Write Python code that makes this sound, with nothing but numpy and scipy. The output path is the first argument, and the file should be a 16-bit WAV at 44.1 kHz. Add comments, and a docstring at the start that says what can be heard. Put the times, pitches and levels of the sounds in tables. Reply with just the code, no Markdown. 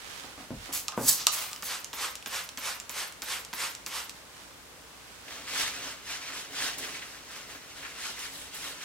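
"""Spraying and wiping a stove door

The glass door of a wood stove is cleaned in a small room with a soft draught and a faint hum.
A trigger bottle snaps and sputters as it primes, then gives eight puffs of mist between clicks.
Dull knocks and bumps fall early on; later a cloth rubs briskly back and forth on the wet glass.
Shaped noise makes the air, spray and rubbing; resonances colour the clicks, knocks and bottle.
"""
import sys
import numpy as np
from scipy import signal
from scipy.fft import rfft, irfft, next_fast_len
from scipy.io import wavfile
from scipy.ndimage import uniform_filter1d, map_coordinates

SR = 44100
rng = np.random.default_rng(int(sys.argv[2]) if len(sys.argv) > 2 else 0)


def wav_out(sig):
    """Save sig, one row per channel (or a flat mono array), as 16-bit PCM at SR to the path in sys.argv[1]."""
    wavfile.write(sys.argv[1], SR, np.round(np.clip(np.atleast_2d(sig).T, -1, 1) * 32767).astype(np.int16))


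N = 389844
TIME = np.arange(N) / SR

# Squeezes of the trigger; click levels are before a trim:
# pulled t/s, let go t/s, pull click level/dB, its centre f/Hz, release click level/dB, mist level/dB
SQUEEZES = [(1.6238, 1.845, -24.5, 7370, -25.5, -33.5), (1.931, 2.1544, -24.5, 2320, -27, -32),
            (2.2603, 2.4906, -21, 1740, -29, -33), (2.574, 2.8, -22.5, 2520, -27, -32.5),
            (2.8944, 3.124, -22, 6860, -36.5, -33), (3.22, 3.449, -21, 6200, -31, -32.5),
            (3.53, 3.7505, -25, 1750, -28.5, -31.5), (3.863, 4.095, -19.5, 6300, -28.5, -34)]
# Resonances of the bottle's hollow body: f/Hz, width/Hz, level/dB
BOTTLE = [(1217, 40, 5.5), (1040, 250, -10.5)]


def amp(db):
    """Turn decibels into a plain factor."""
    return 10 ** (np.asarray(db) / 20)


def unit(x):
    """Scale to an average (rms) level of 1."""
    return x / np.sqrt(np.mean(x ** 2) + 1e-20)


def along(points, hz):
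    """Read a curve through (f/Hz, value) points on a log frequency axis."""
    f, v = np.transpose(points)
    return np.interp(np.log(hz + 1), np.log(f + 1), v)


def wobble(rate):
    """A smooth random curve through `rate` random points a second."""
    points = rng.standard_normal(int(N * rate / SR) + 4)
    return map_coordinates(points, [TIME * rate])


def filtered(x, response):
    """Multiply the spectrum of x by a response that depends on frequency."""
    n = x.shape[-1]
    padded = next_fast_len(n + 8192)
    spectrum = rfft(x, padded) * response(np.fft.rfftfreq(padded, 1 / SR))
    return irfft(spectrum, padded)[..., :n]


def coloured(x, spectrum):
    """Shape x by a curve of (f/Hz, relative level/dB), then set it to rms 1."""
    return unit(filtered(x, lambda hz: amp(along(spectrum, hz))))


def resonance(f, hz, width):
    """One resonance, which rings only after it is struck."""
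    return 1j * f * width / (hz * hz - f * f + 1j * f * width)


def resonant(x, modes, direct_db):
    """Send x through a set of resonances, beside a direct path."""
    def response(f):
        ringing = sum(amp(db) * resonance(f, hz, width) for hz, width, db in modes)
        return amp(direct_db) + ringing
    return filtered(x, response)


def add(track, s, sound):
    """Mix a sound into the track at s seconds."""
    start = round(s * SR)
    track[..., start:start + sound.shape[-1]] += sound[..., :N - start]


def pair(alike, size=N):
    """White noise at two microphones; alike is 1 for the same noise and 0 for unrelated noise."""
    mid, side = rng.standard_normal((2, size))
    turn = np.arccos(np.clip(alike, -1, 1)) / 2
    return np.cos(turn) * mid + np.sin(turn) * np.array([side, -side])


def grains(rate, spread_db, bed_db, alike):
    """Tiny impacts of uneven size, about `rate` a second, on a bed of smooth noise."""
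    unevenness = np.clip(rng.standard_normal(N), -2, 2)
    sizes = (rng.random(N) < rate / SR) * amp(spread_db * unevenness)
    return unit(sizes * pair(alike)) + amp(bed_db) * pair(alike)


def patchy(x, depth_db):
    """Let the colour shift by chance over some hundred Hz and some hundredths of a second."""
    z = signal.stft(x, nperseg=512)[2]
    field = rng.standard_normal(z.shape[1:])
    field = uniform_filter1d(field, size=5, axis=0)
    field = uniform_filter1d(field, size=5, axis=1)
    shifted = z * amp(depth_db * unit(field))
    return unit(signal.istft(shifted, nperseg=512)[1][:, :N])


def placed(x, lag_ms, right_db):
    """Place a source: lag_ms delays the left against the right; right_db lifts the right over the left."""
    side = np.array([[-.5], [.5]])
    return filtered(x, lambda hz: amp(side * right_db) * np.exp(2j * np.pi * hz * side * lag_ms / 1000))


def swell(t, middle, width):
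    """The bell of one push of the hand: 1 at its middle, with soft skirts."""
    return (1 + ((t - middle) / width) ** 2 / 3) ** -1.6


def swells(rows):
    """Add rows of (t/s, half-width/s, level/dB, ..) in power: one gain curve for each level column."""
    power = sum(np.outer(amp(dbs), swell(TIME, s, width)) ** 2 for s, width, *dbs in rows)
    return np.sqrt(power)


def gate(start, edge):
    """A soft step from 0 to 1, halfway up at the start time."""
    return .5 + .5 * np.tanh((TIME - start) / edge)


def background():
    """The room's air and the stove's draught as noise more alike in the bass, with a faint wavering hum."""
    # Room and draught: f/Hz, relative level/dB per Hz
    air_colour = [(15, -49), (25, -24), (55, -4), (190, -7), (394, -7.5), (463, -6), (503, -5.5), (624, -7),
                  (714, -8.5), (1040, -7), (1790, -9), (1940, -9), (8140, -15), (16000, -24)]
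    # Hum tones: f/Hz, level/dB
    hum_tones = [(59.5, -69), (274, -73.5)]
    noise = filtered(pair(0.86), lambda hz: along([(200, 0.72), (1500, 0.59), (4000, 0.1)], hz))
    noise += filtered(pair(0), lambda hz: along([(200, 0.68), (1500, 0.8), (4000, 0.96)], hz))
    hum = 0
    for hz, db in hum_tones:
        tone = np.sin(2 * np.pi * hz * TIME + 0.6 * wobble(2))
        hum = hum + amp(db) * unit(tone)
    air_db = -50.0
    return amp(air_db) * coloured(noise, air_colour) + hum


def room(x):
    """The walls answer with a short tail that dies fastest in the treble."""
    # Reverberation: f/Hz, time to fall by 60 dB t60/s
    fade_times = [(150, 0.69), (1500, 0.5), (6000, 0.3), (15000, 0.084)]
    hz, t, z = signal.stft(rng.standard_normal((2, SR // 2)), SR, nperseg=256)
    fade = amp(-60 * t / along(fade_times, hz)[:, None])
    tail = signal.istft(z * fade, SR, nperseg=256)[1]
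    # the answer starts 1/300 s after the sound
    tail = np.pad(tail / np.linalg.norm(tail[0]), ((0, 0), (SR // 300, 0)))
    return signal.fftconvolve(x, tail, axes=1)[:, :N]


def knocks(thud_db=-8, push=18, shudder_s=0.067):
    """Soft heavy contacts: a push and a dull rattle through low resonances, and a slow shudder."""
    # Dull knocks and handling bumps; the knock level is before thud_db:
    # t/s, knock level/dB, low shudder level/dB, brightness/dB per octave, rattle t60/s
    bumps = [(0.244, -40.5, -73, 2, 0.63), (0.379, -39, -70, 1, 0.4), (.506, -28, -47, -4, 0.24),
             (.692, -36, -57, 3, 0.35), (.977, -20, -49, 0, 0.37)]
    # Low resonances: f/Hz, width/Hz, level/dB
    thud_modes = [(145, 44, -1.5), (225, 31, -2), (263, 55, 2.5), (320, 59, -7), (487, 150, -5),
                  (695, 87, -15), (910, 160, -12)]
    out = np.zeros((2, N))
    t = np.arange(SR // 2) / SR
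    band = signal.butter(2, [110, 1400], "band", fs=SR, output="sos")
    for s, db, shudder_db, tilt_db, t60 in bumps:
        rattle = pair(0.93, size=len(t)) * amp(-60 * t / t60)
        blow = rattle + push * (t == 0)
        body = signal.sosfilt(band, resonant(blow, thud_modes, direct_db=-14))
        body = filtered(body, lambda f: amp(tilt_db * np.log2(np.clip(f, 100, 1500) / 350)))
        body /= np.sqrt(np.mean(body[:, :SR // 50] ** 2))  # rms 1 over the first 20 ms
        shudder = coloured(pair(0.99, size=len(t)),
                           [(10, -18), (30, -7), (80, -4), (200, -11), (800, -70)])
        sway = t / shudder_s * np.exp((1 - (t / shudder_s) ** 2) / 2)
        add(out, s, amp(db + thud_db) * body + amp(shudder_db) * shudder * sway)
    return out


def sleeve():
    """A sleeve rustles as the bottle is raised and taken away, and as the arm reaches in with the cloth."""
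    # Moves of the arm: fastest at t/s, half-width/s, level/dB
    arm_moves = [(.15, 0.13, -44), (.42, 0.028, -49.5), (.655, 0.056, -45), (4.18, 0.031, -55),
                 (4.41, .075, -52.5), (5.2, 0.17, -54)]
    rustle = coloured(grains(rate=3100, spread_db=5.5, bed_db=0.5, alike=0.13),
                      [(300, -6), (1400, 1.5), (3500, 0.0), (8000, -6.0), (15500, -17.5)])
    return placed(swells(arm_moves)[0] * rustle, lag_ms=0.32, right_db=5.5)


def wiping():
    """Gains of rub, hiss and rumble: strokes swell or dip midway between turns, over a steady creep."""
    # Strokes of the cloth: start t/s, end t/s, middle above the turns/dB (negative: below),
    # then before later trims: damp rub level/dB, dry fibre hiss level/dB, pane rumble level/dB
    strokes = [(5.285, 5.433, -1.5, -48, -56, -53.5), (5.475, 5.735, 13.5, -32.5, -36, -47.5),
               (5.746, 5.929, -0.5, -42.5, -49.5, -51), (6.056, 6.185, 8, -38, -44, -62),
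               (6.196, 6.303, -2, -45, -56, -58), (6.3, 6.439, 7, -39.5, -44.5, -52),
               (6.515, 6.767, 15, -34, -38.5, -46.5), (6.771, 6.967, 2, -42, -46, -50.5),
               (6.98, 7.17, -2.5, -54, -57, -65), (7.293, 7.453, 7, -46, -51, -57),
               (7.484, 7.57, 0, -54, -54.5, -52), (7.776, 8.002, -0.5, -51, -54, -59.5),
               (8.003, 8.127, 5.5, -38, -41, -61), (8.166, 8.272, 3, -44, -44.5, -64),
               (8.27, 8.48, 4, -67, -46.5, -59), (8.54, 8.743, 1.5, -45, -44, -57.5),
               (8.79, 8.87, 4, -45, -49, -68)]
    # The hand leans on the door and the pane thumps: t/s, half-width/s, level/dB
    leans = [(5.53, .012, -48), (6.525, 0.026, -50), (6.81, 0.035, -47.5), (8.105, .01, -51)]
    turn_s = 0.021  # the hand takes up or gives up a stroke within about this time
    roundness = 1.36  # top of a stroke's swell: 1 pointed, 2 round
    creep_db = [-53, -61.5, -61]  # rub, hiss and rumble as the cloth keeps creeping
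    power = np.outer(amp(creep_db), gate(strokes[0][0], turn_s)) ** 2
    for start, end, swell_db, *dbs in strokes:
        place = np.clip(2 * (TIME - start) / (end - start) - 1, -1, 1)  # 0 at mid-stroke
        moving = gate(start, turn_s) * (1 - gate(end, turn_s))
        speed_gain = amp(-swell_db * np.abs(place) ** roundness)
        power += np.outer(amp(dbs), speed_gain) ** 2 * moving
    rub, hiss, press = np.sqrt(power)
    return rub, hiss, np.hypot(press, swells(leans)[0])


def cloth(damp_share=0.43):
    """Fibres stick and slip on the glass; pressure makes the pane rumble, and folds of cloth catch."""
    # Colours of the damp rub, swish, dry fibres and pane: f/Hz, relative level/dB per Hz
    rub_colour = [(250, -35), (450, -22), (700, -10.5), (1000, -5), (1500, -1.5), (2000, -1), (2700, -2.5),
                  (3500, -7.5), (6000, -6), (9000, -17), (15000, -49)]
    swish_colour = [(1500, -37), (2800, 2), (4000, 2), (5500, -1.5), (8000, -3.5), (12000, -52)]
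    fibre_colour = [(2500, -9.5), (4500, -18), (8000, -1.5), (11000, -3.5), (15500, -14.5)]
    pane_colour = [(35, -36), (70, -14), (200, -7), (450, -3.5), (700, -3), (1100, -20)]
    # Resonances of the pane in its frame: f/Hz, width/Hz, level/dB
    glass_modes = [(277.5, 18, 3.5), (425, 19, -8)]
    # Folds catch and slap the glass: t/s, level/dB before a trim, centre f/Hz, t60/s
    catches = [(5.279, -28, 2390, 0.074), (5.555, -23, 1810, .17), (6.781, -22, 8000, 0.12),
               (6.836, -23, 2000, .12), (6.944, -28, 2250, 0.25), (7.02, -26.5, 2030, 0.13),
               (7.411, -33, 6000, 0.042), (7.548, -23.5, 1700, .04), (7.826, -27.5, 1790, .16),
               (7.848, -23, 1670, .12), (8.19, -27, 7000, 0.11), (8.543, -28, 9500, 0.18),
               (8.81, -28, 1800, .09)]

    def slips(alike):
        """Many small slips of the fibres, with a shifting colour."""
        return patchy(grains(rate=1800, spread_db=-4, bed_db=5.0, alike=alike), depth_db=2)

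    rub, hiss, press = wiping()
    grip = amp(0.42 * wobble(130) + 1.33 * wobble(35))
    out = rub * grip * amp(1.0) * coloured(slips(0.92), rub_colour)
    # the level of the weave's swish lies between the damp rub and the hiss of dry fibres
    weave = rub ** damp_share * hiss ** (1 - damp_share)
    out += weave * grip * amp(1.0) * coloured(slips(0.06), swish_colour)
    out += hiss * grip * amp(-1) * coloured(slips(0.18), fibre_colour)
    rumble = resonant(pair(1.0), glass_modes, direct_db=-4.0)
    out += press * amp(-0.5) * coloured(rumble, pane_colour)
    t = np.arange(SR // 4) / SR
    for s, db, hz, t60 in catches:
        scuff = unit(filtered(pair(0.49, size=len(t)), lambda f: resonance(f, hz, hz) ** 2))
        fade = amp(db - 11.5 - 60 * t / t60) * (1 - np.exp(-t / 0.0015))
        add(out, s, scuff * fade)
    return placed(out, lag_ms=-0.06, right_db=0.25)


def click(db, hz, crack_t60=0.0077, rattle_db=-20, rattle_t60=0.13):
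    """A plastic snap: a short crack and a faint rattle through the head, too small to radiate bass."""
    # Resonances of the plastic spray head: f/Hz, width/Hz, level/dB
    head_modes = [(2950, 1200, 11.5), (4330, 1100, 5.5), (5750, 1500, 8.5), (7000, 600, 9)]
    t = np.arange(SR // 8) / SR
    fade = amp(-60 * t / crack_t60) + amp(rattle_db - 60 * t / rattle_t60)
    crack = fade * pair(0.8, size=len(t))
    head = resonant(crack, head_modes, direct_db=-5)
    snap = filtered(head, lambda f: resonance(f, hz, 1.3 * hz))
    snap = signal.sosfilt(signal.butter(3, 650, "high", fs=SR, output="sos"), snap)
    return amp(db) * snap / np.sqrt(np.mean(snap[:, :SR // 400] ** 2))  # level over the first 2.5 ms


def trigger(hollow_t60=0.12):
    """The trigger clicks when pulled and snaps back when let go; stiff early snaps ring the bottle."""
    # Snaps of the stiff trigger and its spring:
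    # t/s, level/dB before a trim, centre f/Hz, hollow ring of the bottle level/dB
    snaps = [(0.7272, -26, 9000, -60), (0.8823, -16.5, 4700, -36), (0.9212, -34, 1350, -34.5),
             (1.2686, -3, 6200, -26.5), (1.515, -34, 7430, -51), (1.5312, -24.5, 4620, -44.5),
             (1.562, -29.5, 4000, -48), (2.2256, -34, 3220, -65)]
    release_hz = 6200  # centre of the click as the trigger springs back
    out = np.zeros((2, N))
    t = np.arange(SR // 4) / SR
    for s, db, hz, hollow_db in snaps:
        add(out, s, click(db - 7.5, hz))
        hollow = resonant(pair(1.0, size=len(t)), BOTTLE, direct_db=-40)
        hollow = filtered(hollow, lambda f: resonance(f, 800, 700))
        fade = amp(hollow_db - 60 * t / hollow_t60) * (1 - np.exp(-t / 0.00062))
        add(out, s, unit(hollow) * fade)
    for pulled, let_go, pull_db, pull_hz, release_db, _ in SQUEEZES:
        add(out, pulled, click(pull_db - 10.0, pull_hz))
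        add(out, let_go, click(release_db - 5.5, release_hz))
    return placed(out, lag_ms=-0.0036, right_db=2.0)


def priming():
    """Gains of liquid and air: the valve opens quickly, and each spit swells and dies."""
    # Spits while the pump primes: start t/s, fullest t/s, half-width/s, liquid level/dB, air level/dB
    spits = [(0.727, 0.752, 0.032, -31, -35), (.98, 1.091, 0.0074, -15, -33.5),
             (0.967, 1.106, 0.037, -25, -34.5), (1.316, 1.336, 0.017, -31, -44),
             (1.318, 1.382, 0.071, -54, -32.5), (1.627, 1.664, 0.015, -36, -50)]
    opens_s = 0.0058  # the valve opens within about this time
    gains = []
    for start, s, width, *dbs in spits:
        gains.append(np.outer(amp(dbs), gate(start, opens_s) * swell(TIME, s, width)))
    return np.linalg.norm(gains, axis=0)


def sputter():
    """Bubbles burst in the nozzle and ring its cavities as the pump primes; air is sucked back in between."""
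    # Cavities of the nozzle: f/Hz, width/Hz, level/dB
    cavities = [(4440, 63, -3), (6300, 33, 4), (7020, 37, 2), (7760, 34, 5), (8100, 50, -5), (9189, 50, -7),
                (10400, 60, -2), (11000, 60, 0), (10900, 60, -8), (11600, 50, -2), (11885, 60, -5),
                (14300, 60, -4), (14245, 60, -8)]
    # Colours of wet spit, airy hiss and sucked air: f/Hz, relative level/dB per Hz
    spit_colour = [(1000, -45), (1750, -7), (2300, -19), (3900, -4), (4600, -1), (6000, 1), (8700, 0),
                   (14500, 0.5), (16000, -4.5)]
    hiss_colour = [(250, -35), (450, -9.5), (900, -3), (1500, -4), (2600, -0.5), (7000, -3.5), (11000, -6),
                   (16000, -4)]
    suck_colour = [(300, -9), (900, -7), (1600, -5.5), (3000, -0.5), (5500, 4), (8000, -4), (10500, -19),
                   (15000, -28)]
    # The pump sucks air back: fullest t/s, half-width/s, level/dB
    intakes = [(1.21, 0.024, -35.5), (1.298, 0.014, -41)]
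    spit, hiss = priming()
    bursts = grains(rate=4600, spread_db=4, bed_db=2.5, alike=0.77)
    wet = spit * coloured(resonant(bursts, cavities, direct_db=-4), spit_colour)
    puffs = grains(rate=2000, spread_db=1.5, bed_db=1.5, alike=0.65)
    airy = hiss * coloured(resonant(puffs, [(1150, 110, -1)], direct_db=2), hiss_colour)
    breath = resonant(pair(0.74), BOTTLE, direct_db=-6)
    sucked = swells(intakes)[0] * coloured(breath, suck_colour)
    return placed(wet + airy + sucked, lag_ms=-0.015, right_db=1.0)


def mist(spurt_db=-5, spurt_s=0.0057, fizz_db=-10):
    """Each squeeze spurts, then swells with the pump pressure; at low pressure the nozzle fizzes."""
    # Colour of the fine mist: f/Hz, relative level/dB per Hz
    mist_colour = [(120, -48), (200, -15.5), (236, -33), (263, -23), (347, -16.5), (519, -7.5),
                   (635, -11.5), (916, -3), (1140, -2.5), (2560, -3), (7680, -7.5), (15100, -16),
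                   (16000, -33)]
    fullest_share, width_s = 0.45, 0.039  # flow is fullest at this share of a squeeze; half-width of swell
    flow, spurt, fizz = np.zeros((3, N))
    t = np.arange(SR // 2) / SR
    for s, let_go, *_, db in SQUEEZES:
        delay = fullest_share * (let_go - s)
        pressure = swell(t, delay, width_s) * (1 - np.exp(-t / 0.016))
        # fizz near the start and the end of the puff
        ends = np.exp(-((t - .018) / 0.017) ** 2)
        ends += 0.62 * np.exp(-((t - 1.78 * delay) / 0.013) ** 2)
        add(flow, s, amp(db) * pressure)
        add(spurt, s, amp(db + spurt_db) * t / spurt_s * np.exp(1 - t / spurt_s))
        add(fizz, s, amp(db + fizz_db) * ends)
    droplets = grains(rate=8000, spread_db=-0.5, bed_db=6.5, alike=0.8)
    fine = coloured(patchy(droplets, depth_db=1.6), mist_colour)
    coarse = coloured(grains(rate=1500, spread_db=4.0, bed_db=0.0, alike=1.0),
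                      [(90, -28), (220, 6.0), (500, -4.5), (1000, 6.5), (2000, 2.5),
                       (3000, -1.5), (7000, -3.5), (15000, -27)])
    thin = unit(filtered(pair(.6), lambda f: resonance(f, 12900, 5200) ** 2))
    return placed(flow * fine + spurt * coarse + fizz * thin, lag_ms=-0.016, right_db=1.1)


def scene():
    """Add all the sources; the room faintly answers the clicks, spray and rubbing."""
    clicks = trigger()
    spray = sputter() + mist()
    rubbing = cloth() + sleeve()
    echo = room(amp(-8.0) * clicks + amp(-10.0) * spray + amp(-12.5) * rubbing)
    return clicks + spray + rubbing + knocks() + echo + background()


def record(dry):
    """Clip at full scale, then keep nothing above the band limit."""
    top_hz = 15850
    return filtered(np.clip(dry, -1, 1), lambda hz: hz < top_hz)


dry = scene()
out = record(dry)
wav_out(out)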